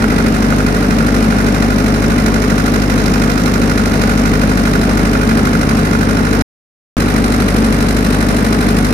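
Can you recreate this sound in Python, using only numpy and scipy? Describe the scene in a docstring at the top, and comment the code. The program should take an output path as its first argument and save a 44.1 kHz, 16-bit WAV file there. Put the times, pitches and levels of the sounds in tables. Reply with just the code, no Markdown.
"""A four-cylinder diesel thumps and clatters steadily, close by, with its valve gear open.
Each firing rings the block and manifold over the low crank tones. Valve and injector contacts knock
in the head and set off bursts of metal ticks; one tappet pings. The fan hums and rushes.
Two moving microphone ports colour the sound, which drops out for half a second."""
import sys
import numpy as np
from scipy import signal
from scipy.fft import rfft, irfft
from scipy.io import wavfile
from scipy.ndimage import uniform_filter1d

SR = 44100
rng = np.random.default_rng(int(sys.argv[2]) if len(sys.argv) > 2 else 0)


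def store_wav(level_fs):
    """Save 16-bit WAV to argv[1]."""
    pcm = np.round(np.clip(np.atleast_2d(level_fs), -1, 1) * 32767)
    wavfile.write(sys.argv[1], SR, pcm.T.astype(np.int16))


N = 393813

DROPOUT_START_S, DROPOUT_END_S = 6.4215, 6.968
# valve and injector contacts: place/cycle, relative knock/dB, relative clatter/dB, clatter t60/s
CONTACTS = [(0.101, -17.5, -1.5, .04), (0.154, -7, 1, .025), (.362, 1.5, 1, .033), (0.392, -7.5, 0, .07),
            (0.413, -5, 2, .04), (.505, -7.5, -23, .03), (0.573, -4.5, -16.5, .03), (0.594, -9.5, -1, .04),
            (.635, 0.5, -0.5, .04), (.665, -11, -2.5, 0.076), (0.849, -17.5, -3.5, .034),
            (.895, -18, -2, 0.044)]


def from_db(db):
    return 10 ** (np.asarray(db) / 20)


def unit_rms(x):
    return x / np.sqrt(np.mean(x ** 2) + 1e-20)


def over_time(rows):
    """Columns of a (t/s, ...) table at every sample."""
    times_s, *columns = np.transpose(rows)
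    return [np.interp(np.arange(N) / SR, times_s, column) for column in columns]


def over_hz(points):
    """A (f/Hz, value) table at every spectral bin."""
    hz, values = np.transpose(points)
    bins_hz = np.arange(1, N // 2 + 2) * SR / N
    return np.interp(np.log(bins_hz), np.log(hz), values)


def coloured(x, spectrum):
    return irfft(rfft(x) * from_db(over_hz(spectrum)), N)


def drift(corner_hz):
    """Low-passed noise, unit rms."""
    hop = 40
    r = np.exp(-2 * np.pi * corner_hz * hop / SR)
    slow = signal.lfilter([1], [1, -2 * r, r * r], rng.standard_normal(N // hop + 2002))[2000:]
    return np.interp(np.arange(N) / hop, np.arange(len(slow)), unit_rms(slow))


def ring(clicks, hz, t60_s):
    """One mode: a unit click starts a decaying unit sine."""
    r, w = from_db(-60 / (t60_s * SR)), 2 * np.pi * hz / SR
    return signal.lfilter([0, np.sin(w)], [1, -2 * r * np.cos(w), r * r], clicks + 1e-18)


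def stereo_noise():
    """White noise at two ports, alike in the bass, nearly unrelated at the top."""
    # port coherence: f/Hz, common share of power
    coherence = [(100, 1), (300, 0.66), (700, 0.36), (1500, 0.32), (4000, 0.4), (9000, 0.076)]
    common, left, right = rfft(rng.standard_normal((3, N)))
    share = np.clip(over_hz(coherence), 0, 1)
    return irfft(np.sqrt(share) * common + np.sqrt(1 - share) * np.array([left, right]), N)


def once_a_cycle(cycle, place, spread_db, spread_s):
    """A click each time the cycle passes a place, uneven in strength and time."""
    passes = np.arange(np.ceil(cycle[0] - place), cycle[-1] - place) + place
    jitter, strength = np.clip(rng.standard_normal((len(passes), 2)), -2, 2).T
    at = np.searchsorted(cycle, passes) + (spread_s * SR * jitter).astype(int)
    clicks = np.zeros(N)
    clicks[np.clip(at, 0, N - 1)] = from_db(spread_db * strength)
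    return clicks


def engine_cycle():
    """Four-stroke cycles run so far, two crank turns each; the phase jumps inside the dropout."""
    # speeds the governor settles on: from t/s, crank speed/rpm
    speeds = [(0, 1492.6), (.88, 1505.6), (2.4, 1504.15), (6.7, 1501), (7.4, 1485), (7.88, 1499)]
    settle_s, start_cycles, jump_cycles = .1, .106, .58
    t = np.arange(N) / SR
    from_s, step_rpm = np.transpose(speeds)
    rpm = step_rpm[np.searchsorted(from_s, t, "right") - 1]
    rpm = uniform_filter1d(rpm, size=int(settle_s * SR), mode="nearest")
    jump = jump_cycles * (t > (DROPOUT_START_S + DROPOUT_END_S) / 2)
    return start_cycles + jump + np.cumsum(rpm / 120) / SR


def firing_thumps(cycle):
    """Each cylinder pushes each block mode by where it sits on the mode's shape."""
    # firings of cylinders 1-4: place/cycle
    firings = (.104, .362, .570, .834)
    # block and manifold modes: f/Hz, t60/s, signed push from cylinders 1-4
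    block_modes = [(204.8, .101, .084, -.122, -.26, .247), (236.7, .029, .875, .686, .897, -.911),
                   (293.6, .033, -.79, -.294, -.347, .37), (345.2, .056, .157, .025, .051, -.095),
                   (408, .12, -.07, -.08, -.06, -.06), (426, .2, -.03, .03, -.03, .03)]
    blows = np.array([once_a_cycle(cycle, place, spread_db=.7, spread_s=.00022) for place in firings])
    return sum(ring(np.dot(push, blows), hz, t60_s) for hz, t60_s, *push in block_modes)


def crank_tones(cycle):
    """Firing orders dip together; unevenness between cylinders fills the orders between."""
    # engine orders: f/cycle rate, level/dB
    orders = [(4, -15), (7, -43), (8, -23), (9, -28.5), (11, -55), (12, -23)]
    dip_lead_cycles = .045   # ahead of each quarter cycle
    out = 0
    for order, db in orders:
        start_turns = order * dip_lead_cycles + .5 if order % 4 == 0 else rng.random()
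        amplitude = np.sqrt(2) * from_db(db + drift(1.3))
        out += amplitude * np.cos(2 * np.pi * (order * cycle + start_turns))
    return out


def valve_clatter(cycle):
    """Each contact frees a dying swarm of metal ticks, which keep the rockers ringing."""
    # tick spectrum: f/Hz, relative density/dB
    tick_spectrum = [(300, -3), (900, -13), (2000, 0), (3000, -8.5), (4000, -7.5), (6000, -3.5),
                     (9000, -8.5), (13000, -9), (16000, -12.5)]
    # rocker modes: f/Hz, gain/dB, t60/s
    rocker_modes = [(4020, -36, 0.035), (5386, -37.5, 0.019)]
    power = 0
    for place, _, db, t60_s in CONTACTS:
        clicks = once_a_cycle(cycle, place, spread_db=1.5, spread_s=.00027)
        power_decay = from_db(-120 / (t60_s * SR))
        power += from_db(2 * db) * signal.lfilter([1], [1, -power_decay], clicks + 1e-18)
    power = uniform_filter1d(power, size=40) + from_db(-55.5)   # the gear never falls silent
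    grain = from_db(2 * np.clip(drift(250), -2, 2))
    ticks = coloured(np.sqrt(power) * grain * stereo_noise(), tick_spectrum)
    rockers = sum(from_db(db) * ring(ticks, hz, t60_s) for hz, db, t60_s in rocker_modes)
    return unit_rms(ticks + rockers)


def head_knock(cycle):
    """Contacts push each head mode one way or the other; the ports hear the modes unequally."""
    # head and rocker modes: f/Hz, relative level/dB, t60/s, left minus right/dB
    head_modes = [(566, 6.5, 0.036, 7), (767, -5.5, 0.037, -8), (1170, -11.5, 0.04, -1.5),
                  (1432, 11, 0.028, -11.5), (1592, 6, 0.058, -1), (2038, 4, .04, 7), (2460, 3, 0.038, 0)]
    blows = [from_db(db) * once_a_cycle(cycle, place, spread_db=2.5, spread_s=.00015)
             for place, db, *_ in CONTACTS]
    out = np.zeros((2, N))
    for hz, db, t60_s, pan_db in head_modes:
        push = rng.choice([-1, 1], len(blows)) * from_db(rng.normal(0, 2, len(blows)))
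        out += from_db([[db + pan_db / 2], [db - pan_db / 2]]) * ring(push @ blows, hz, t60_s)
    return unit_rms(out)


def tappet_ping(cycle):
    """One tappet rings once a cycle."""
    taps = once_a_cycle(cycle, place=.4, spread_db=1, spread_s=.0005)
    return ring(taps, hz=4057, t60_s=.02)


def fan(cycle):
    """Wavering tones on a lumpy rush of air; the belt slips a little."""
    # belt-driven fan tones: f/cycle rate, level/dB
    tones = [(6.01, -27), (17.64, -21.5), (35.28, -40)]
    # fan and intake rush: f/Hz, relative density/dB
    rush_spectrum = [(20, -43), (70, -16), (125, -9), (170, 5), (230, 0), (310, -8), (450, -7), (800, -15),
                     (950, -20), (1400, -14.5), (2500, -21.5), (3200, -25), (6000, -29), (16000, -37.5)]
    belt_cycle = cycle + np.cumsum(.014 * drift(.68)) / SR
    hum = sum(np.sqrt(2) * from_db(db + 1.9 * drift(3)) * np.sin(2 * np.pi * order * belt_cycle)
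              for order, db in tones)
    rush_db = -17.5 + .68 * drift(27)
    return hum + from_db(rush_db) * unit_rms(coloured(stereo_noise(), rush_spectrum))


def scene():
    """One engine cycle drives all sources; the valve gear's balance shifts as the ports move."""
    # valve gear at the ports: t/s, knock/dB, clatter/dB, ping/dB, left minus right/dB
    gear_gains = [(0, -27.5, -26, -23.5, 1), (2, -30, -25, -23.5, 0.5), (3.2, -30, -24, -22.5, -1.5),
                  (5, -26.5, -24.5, -24.5, 1.5), (6.4, -28, -26, -24.5, 0.5), (7, -31.5, -24, -18.5, 3.5),
                  (8.93, -32.5, -23.5, -20.5, 4)]
    knock_db, clatter_db, ping_db, pan_db = over_time(gear_gains)
    cycle = engine_cycle()
    ping = from_db(ping_db) * tappet_ping(cycle)
    knock = from_db(knock_db) * head_knock(cycle)
    clatter = from_db(clatter_db) * valve_clatter(cycle)
    valve_gear = (knock + clatter + ping) * from_db([pan_db / 2, -pan_db / 2])
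    return crank_tones(cycle) + firing_thumps(cycle) + fan(cycle) + valve_gear


def record(dry):
    """Two ports add colour and phase; the band is limited, peaks are rounded, a stretch drops out."""
    # left port response: f/Hz, gain/dB
    left_port = [(50, -2), (300, 2.5), (1200, 6.5), (1900, -0.5), (4300, -2.5), (5600, -8), (6800, -22),
                 (7700, -5.5), (9450, 3.5), (11400, -8), (12700, -4), (14000, -12), (15500, -30.5)]
    # right port response: f/Hz, gain/dB
    right_port = [(50, -4.5), (300, 1.54), (1200, 6), (1900, 4.5), (3200, 0), (4500, 2), (5400, 3.5),
                  (7000, -0.5), (8000, -9), (9200, -20.5), (10100, -63.5), (10900, -32.5), (12200, -7.5),
                  (14000, -5.5), (15500, 2)]
    # housing's phase shift at the left port: f/Hz, phase/rad
    housing_phase = [(0, 0), (800, -2), (2000, -1), (3800, -1), (4300, .2), (5600, .5), (6800, 2.8)]
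    left_lead_s = .0005   # the left port is nearer
    low_cut_hz, high_cut_hz = 33, 15900
    left, right = rfft(dry)
    hz = np.arange(len(left)) * SR / N
    lead_rad = 2 * np.pi * hz * left_lead_s + np.interp(hz, *np.transpose(housing_phase))
    left *= from_db(over_hz(left_port)) * np.exp(1j * lead_rad)
    right *= from_db(over_hz(right_port))
    ports = irfft([left, right], N)
    ports = signal.sosfilt(signal.butter(4, low_cut_hz, "high", fs=SR, output="sos"), ports)
    ports = 1.246 * np.tanh(ports / 1.309)
    t = np.arange(N) / SR
    ports *= (t < DROPOUT_START_S) | (t > DROPOUT_END_S)
    return signal.sosfilt(signal.cheby2(16, 70, high_cut_hz, fs=SR, output="sos"), ports)


dry = scene()
out = record(dry)
store_wav(out)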